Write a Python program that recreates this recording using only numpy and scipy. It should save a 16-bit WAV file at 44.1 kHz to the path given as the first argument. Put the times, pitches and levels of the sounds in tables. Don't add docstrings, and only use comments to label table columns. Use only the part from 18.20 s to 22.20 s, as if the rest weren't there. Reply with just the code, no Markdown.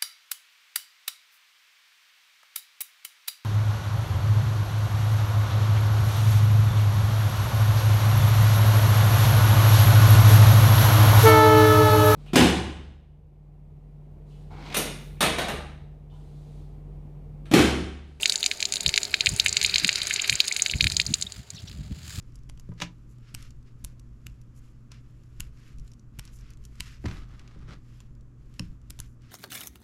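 import sys
import numpy as np
from scipy import signal
from scipy.fft import rfft, irfft
from scipy.io import wavfile
from scipy.ndimage import uniform_filter1d

SR = 44100
rng = np.random.default_rng(int(sys.argv[2]) if len(sys.argv) > 2 else 0)


def wav_out(sig):
    wavfile.write(sys.argv[1], SR, np.round(np.clip(np.atleast_2d(sig).T, -1, 1) * 32767).astype(np.int16))


N = 176400
TIME, FREQS = np.arange(N) / SR, np.fft.rfftfreq(N, 1 / SR)
TREBLE = signal.butter(2, 7500, "highpass", fs=SR, output="sos")

def amp(db):
    return 10 ** (np.asarray(db) / 20)

def unit(x):
    return x / np.sqrt(np.mean(x ** 2) + 1e-20)

def level(points, column=1):
    table = np.array(points)
    return amp(np.interp(TIME, table[:, 0], table[:, column]))

def tone(points):
    hz, db = np.transpose(points)
    return amp(np.interp(np.log(FREQS + 1), np.log(hz), db))

def noise(response):
    return unit(irfft(rfft(rng.standard_normal(N)) * response, N))

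def flutter(rate_hz, depth_db):
    return unit(amp(depth_db * noise(np.exp(-(FREQS / rate_hz) ** 2))))

def add(mix, centre_s, sound):
    at = round(centre_s * SR) - len(sound) // 2
    part = mix[max(at, 0):max(at + len(sound), 0)]
    part += sound[max(-at, 0):][:len(part)]

# time in seconds, then levels in dB of fine splashes, basin ring and churn.
FLOW = [(.1,-32.5,-49.5,-48.5),(.37,-41,-52,-50),(.62,-41.5,-48.5,-43.5),(1.05,-38.5,-49.5,-43.5),(1.45,-33.5,-53,-35),(1.95,-34,-54,-32.5),(2.32,-35,-54,-38.5),(2.62,-36,-53.5,-50.5),(2.85,-41,-56,-65),(3.25,-63,-64,-82)]
def stream():
    splashes = level(FLOW) * flutter(rate_hz=35, depth_db=1.5)
    return splashes, level(FLOW, column=2), level(FLOW, column=3)

# frequency in Hz, relative density in dB.
SPRAY_SPECTRUM = [(1000,-11),(2300,-0.5),(4200,-7),(5600,10),(7000,-5),(16000,-3)]
def spray(flow):
    return amp(-4.5) * flow * noise(tone(SPRAY_SPECTRUM)) * flutter(rate_hz=54, depth_db=6.5)

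# frequency in Hz, relative density in dB.
CHURN_SPECTRUM = [(800,-7.5),(1600,-2.5),(4700,0.5),(6000,-10),(16000,-50)]
def churn(envelope):
    return envelope * noise(tone(CHURN_SPECTRUM)) * flutter(rate_hz=170, depth_db=3.5)

# frequency in Hz, bandwidth in Hz, relative level in dB.
BASIN_MODES = [(405.6,20.5,5.5),(604,30,-2),(890,16.4,-0.5)]
# frequency in Hz, relative density in dB.
WASH_SPECTRUM = [(120,8),(500,0.5),(750,8),(1100,-38)]
def basin(drive):
    modes = sum(amp(db) / (1 + 2j * (FREQS - hz) / width) for hz, width, db in BASIN_MODES)
    return amp(-2) * drive * (noise(modes) + noise(tone(WASH_SPECTRUM)))

# time in seconds, level in dB.
SQUEEZE = [(3,-48),(3.28,-56.5),(3.5,-54),(3.68,-58.5),(3.79,-52),(3.9,-47),(4,-45.5)]
# frequency in Hz, relative density in dB.
FIZZ_SPECTRUM = [(300,-61),(1200,1.5),(4900,6.5),(5700,-4.5),(7200,5),(8300,-6),(16000,-16)]
def cloth_fizz():
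    press, spectrum = level(SQUEEZE), tone(FIZZ_SPECTRUM)
    treble = amp(43.5) * press ** 2 * unit(signal.sosfilt(TREBLE, noise(spectrum)))
    return (press * noise(spectrum) + treble) * flutter(rate_hz=120, depth_db=4)

# frequency in Hz, relative density in dB.
AIR_SPECTRUM = [(200,-46),(500,2),(3000,-3),(7000,-28)]
def outdoor_air():
    return amp(-65.5) * noise(tone(AIR_SPECTRUM))

def plip(hz, ms, sweep, size=800):
    t = (np.arange(size) - size // 2) / SR
    progress = t * 1000 / ms
    sweep_span, onset, release = 1.123, 0.53, 0.39
    pitch = np.clip(hz * np.exp(sweep * np.tanh(progress / sweep_span)), 1450, SR / 3)
    phase = 2 * np.pi * (np.cumsum(pitch) / SR + rng.random())
    swell = np.exp(-.5 * (progress / np.where(progress < 0, onset, release)) ** 2)
    ring_cycles, splat_decay_s = 17, 0.0022
    ring_envelope = (t > 0) * (1 - swell) * np.exp(-abs(t) * hz / ring_cycles)
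    ring = amp(-28) * ring_envelope * np.sin(phase[size // 2] + 2 * np.pi * hz * t)
    slap = amp(-15) * min((1.8 / ms) * (hz / 4340), 2)
    splat_envelope = slap * np.where(t < 0, swell ** 2, np.exp(-abs(t) / splat_decay_s))
    splat_band = signal.butter(1, 2500, "highpass", fs=SR, output="sos")
    splat = signal.sosfilt(splat_band, splat_envelope * rng.standard_normal(size))
    return swell * np.sin(phase) + ring + splat

def droplets(flow, per_s=220, kinds=40, spread_db=4):
    out = np.zeros(N)
    for _ in range(kinds):
        pitch, length = rng.standard_normal(2)
        drop = plip(hz=4736 * np.exp(.35 * pitch), ms=1.87 * np.exp(-.5 * abs(length)), sweep=.25)
        landings = np.flatnonzero(rng.random(N) < per_s / kinds / SR)
        sizes = np.minimum(rng.exponential(1, N), 3)
        for at in landings:
            add(out, at / SR, amp(spread_db * sizes[at]) * drop)
    return out * flow

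def ticks(flow, per_s=99, decay_s=0.0012):
    impacts = (rng.random(N) < per_s / SR) * np.minimum(rng.exponential(1, N), np.pi)
    bursts = signal.lfilter([1], [1, -np.exp(-1 / (decay_s * SR))], impacts)
    return amp(12) * flow * bursts * signal.sosfilt(TREBLE, rng.standard_normal(N))

# centre time in seconds, relative level in dB, middle pitch in Hz,
# length in milliseconds, upward sweep on either side of the middle as a log ratio.
BLOBS = [(0.0327, -6, 3180, 1.15, 0.26), (0.0583, -5.5, 4270, 2, 1.26), (0.076, -26, 6000, 2.6, 1.3),
         (0.0972, -4.5, 4690, 1.18, 0.55), (0.123, -12.5, 5470, 1.84, 1.23), (0.1581, -11.5, 5500, 2.2, 1),
         (0.2298, -7.5, 3670, 0.93, 0.34), (0.242, -14.5, 4500, 2.2, 1.16), (0.2624, -4, 4840, 0.87, 1.01),
         (0.3145, -10, 3470, 1.2, 1.05), (0.405, -18.5, 5400, 2.6, 1.4), (0.4275, -9, 4260, 1.36, 1.1),
         (0.4546, -11, 5160, 1.9, 0.93), (0.5237, -11.5, 6640, 1, 1.24), (0.5388, -12.5, 6180, 1.1, 1.47),
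         (0.558, -9, 5450, 0.51, 0.82), (0.569, -15, 3810, 0.92, 0.43), (0.608, -17.5, 6850, 3.2, 1.5),
         (0.663, -3.5, 3900, 1.03, 0.59), (0.6801, -16.5, 5830, 2.3, 0.52),
         (0.6924, -10.5, 4770, 1.42, 1.28), (0.741, -8.5, 3840, 1.14, 0.95),
         (0.7612, -12.5, 4760, 1.5, 1.1), (0.7779, -4, 3920, 1.5, 1.31), (0.8321, -9.5, 6000, 0.63, 0.94),
         (0.8526, -16.5, 4830, 1.2, 0.59), (0.9423, -6.5, 3250, 2.1, 1.25), (1.0085, -7, 4200, 1.9, 0.94),
         (1.061, -6, 4490, 1.08, 0.96), (1.07, -4, 3000, 1.3, 0.73), (1.0916, -14.5, 7500, 2.4, 1.1),
         (1.1639, -16.5, 8060, 0.95, 0.95), (1.1995, -3, 4500, 2.1, 0.83), (1.2621, 0, 2946, 0.5, 0.56),
         (1.272, -18, 2630, 1.3, 0.28), (1.2837, -14.5, 6870, 1.8, 0.66), (1.2934, -16, 5620, 2.6, 0.68),
         (1.3284, -14, 6270, 2.2, 0.8), (1.3695, -5.5, 4520, 1.72, 1.16), (1.415, -9.5, 4370, 1.1, 1.06),
         (1.4288, -9.5, 5180, 0.73, 1.2), (1.4485, -7.5, 3560, 2.7, 0.84), (1.4627, -12.5, 5970, 2, 0.92),
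         (1.497, -14.5, 4500, 1.2, 0.47), (1.5428, -10, 4226, 2.6, 0.79), (1.5594, -5, 3890, 1.62, 1),
         (1.5827, -10.5, 5090, 1.43, 1.18), (1.5994, -15, 4620, 1.2, 0.55), (1.6469, -4, 3730, 1.07, 1.17),
         (1.68, -14.5, 7020, 1.4, 1.5), (1.6924, -6.5, 3470, 2.02, 1.26), (1.729, -17, 5580, 1.45, 1),
         (1.758, -8.5, 4940, 1.14, 0.67), (1.8184, -13, 4360, 1.85, 0.76), (1.8708, -10, 6300, 0.5, 0.36),
         (1.9104, -13.5, 2580, 2.5, 0.78), (1.9391, -15.5, 6900, 2.3, 0.36), (1.962, -14, 4280, 2.3, 1.2),
         (1.9981, -15.5, 3330, 5, 0.7), (2.0198, -16, 6900, 1.6, 0.48), (2.0456, -17.5, 3240, 2.6, 0.85),
         (2.097, -5, 4220, 1.96, 1.31), (2.128, -16, 2750, 3.3, 0.69), (2.1555, -16, 6700, 2.7, 0.62),
         (2.2041, -2, 4150, 1.9, 0.8), (2.2815, -13.5, 5780, 1.85, 1.1), (2.3152, -20.5, 2250, 3.6, 0.24),
         (2.325, -15, 5750, 2.2, 0.88), (2.3653, -13.5, 4870, 2.2, 1.47), (2.3973, -18, 3240, 2.9, 0.87),
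         (2.4216, -5.5, 7070, 1.07, 0.43), (2.4626, -10, 3900, 1.6, 1.14), (2.499, -13.5, 3190, 1.7, 0.37),
         (2.5133, -13.5, 4870, 0.9, 0.57), (2.538, -17.5, 2800, 2.8, 0.7), (2.6094, -4.5, 3700, 1.87, 0.89),
         (2.6429, -6, 3470, 0.82, 1.08), (2.6702, -9, 3500, 1.96, 1.06), (2.7006, -15, 4880, 0.9, 0.58),
         (2.7208, -17, 4980, 1.8, 1.1), (2.768, -7.5, 5390, 1.63, 0.83), (2.8, -7, 3680, 2.1, 1.04),
         (2.816, -17, 5020, 2.2, 0.87), (2.8658, -15, 5570, 2, 0.5), (2.9409, -8, 5500, 2.5, 1.06),
         (3.014, -20, 7400, 1.8, 0.95), (3.025, -14, 5740, 2.1, 0.95), (3.069, -24, 3590, 3.3, 0.15),
         (3.1221, -24.5, 5970, 1.3, 1.12), (3.3046, -24, 7000, 1.6, 0.8), (3.515, -35, 4170, 1.2, 0.8)]
def blobs():
    out = np.zeros(N)
    for centre_s, db, hz, ms, sweep in BLOBS:
        add(out, centre_s, amp(db + 1.86) * plip(hz, ms, sweep))
    return out

def reflections(x, start_s=0.0012, t60_s=0.021, spots=5):
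    t, out = np.arange(SR // 10) / SR, np.zeros(N)
    spot = 9 * np.cumsum(flutter(rate_hz=10, depth_db=3)) / SR
    for k in range(spots):
        tail = rng.standard_normal(len(t)) * (t > start_s) * amp(-60 * t / t60_s)
        nearness = np.clip(1 - abs((spot - k) % spots - 1), 0, 1)
        out += signal.oaconvolve(x * np.sqrt(nearness), unit(tail) / np.sqrt(len(t)))[:N]
    return amp(-7) * out

# frequency in Hz, gain in dB.
BASIN_COLOUR = [(1000,-10),(1400,-4.5),(1600,-1),(1800,-4),(2400,2),(2850,-4.5),(3050,-4),(3450,-10),(3750,0),(4800,-1),(5600,-12.5),(6900,3),(8200,-6),(9300,-5.5),(16000,-26.5)]
def coloured(x):
    log_gain = np.log(tone(BASIN_COLOUR))
    mirrored = np.r_[log_gain, log_gain[-2:0:-1]]
    response = np.exp(np.conj(signal.hilbert(mirrored)))
    return signal.oaconvolve(x, np.fft.ifft(response).real[:2048])[:N]

# time in seconds, level in dB.
BREEZE = [(0,-74),(.45,-56),(.9,-54),(1.3,-42),(2.1,-54.5),(2.35,-58.5),(2.7,-36),(3.28,-53),(3.6,-37),(4,-46)]
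# centre time in seconds, length in seconds, level in dB.
GUSTS = [(0.676,0.024,-28),(1.081,0.0091,-31.5),(1.129,0.037,-29.5),(2.127,0.037,-35),(2.556,0.015,-24),(2.652,0.039,-25),(2.894,0.021,-33),(3.193,0.033,-38.5),(3.603,0.034,-33),(3.719,0.02,-27),(3.986,0.015,-29)]
# frequency in Hz, relative density in dB.
WIND_SPECTRUM = [(32,-22),(45,-7),(68,2),(160,-7.5),(250,-18),(400,-32),(4000,-100)]
def wind():
    breeze_power = (level(BREEZE) * flutter(rate_hz=29, depth_db=3)) ** 2
    gust_power = sum((amp(db) * np.exp(-2 * ((TIME - centre_s) / length) ** 2)) ** 2
                     for centre_s, length, db in GUSTS)
    rumble = noise(tone(WIND_SPECTRUM))
    rumble /= np.sqrt(uniform_filter1d(rumble ** 2, size=1800) + 1e-6)
    low_cut = signal.butter(4, 36, "highpass", fs=SR, output="sos")
    return signal.sosfiltfilt(low_cut, np.sqrt(breeze_power + gust_power) * rumble)

# centre time in seconds,
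# half-length in seconds, level in dB, pitch in Hz.
SQUELCHES = [(1.645,.022,-32.5,200),(2.745,0.013,-42,105),(2.908,0.017,-28,191),(3.345,0.016,-40,120),(3.378,0.035,-44.5,4600),(3.482,0.01,-41.5,4330),(3.722,0.0055,-47,170)]
def squelches(pockets=24, scatter=0.21, sag_per_s=5):
    out = np.zeros(N)
    t = np.arange(-SR // 50, SR // 50) / SR
    for centre_s, half_s, db, hz in SQUELCHES:
        cluster = np.zeros(N)
        window = np.exp(-.5 * (t / 0.0014) ** 2 * hz / 1000)
        for delay in np.linspace(-half_s, half_s, pockets):
            pitch = hz * np.exp(scatter * rng.standard_normal() - sag_per_s * delay)
            pulse = window * np.sin(2 * np.pi * (pitch * t + rng.random()))
            add(cluster, centre_s + delay, np.exp(-(delay / half_s) ** 2) * pulse)
        out += amp(db) * unit(cluster) * np.sqrt(half_s * SR / N)
    return out

def scene():
    flow, ring_drive, churn_envelope = stream()
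    impacts = blobs() + droplets(flow) + ticks(flow)
    water = coloured(impacts + reflections(impacts) + spray(flow) + churn(churn_envelope))
    return (water + basin(ring_drive) + squelches() + cloth_fizz() + wind() + outdoor_air())[None]

def record(dry, ceiling=0.8, edge_hz=16000):
    soft = dry / (1 + (dry / ceiling) ** 4) ** (1 / 4)
    low_pass = signal.firwin(301, edge_hz, window=("kaiser", 8), fs=SR)
    return signal.oaconvolve(soft, low_pass[None], "same")

dry = scene()
out = record(dry)
wav_out(out)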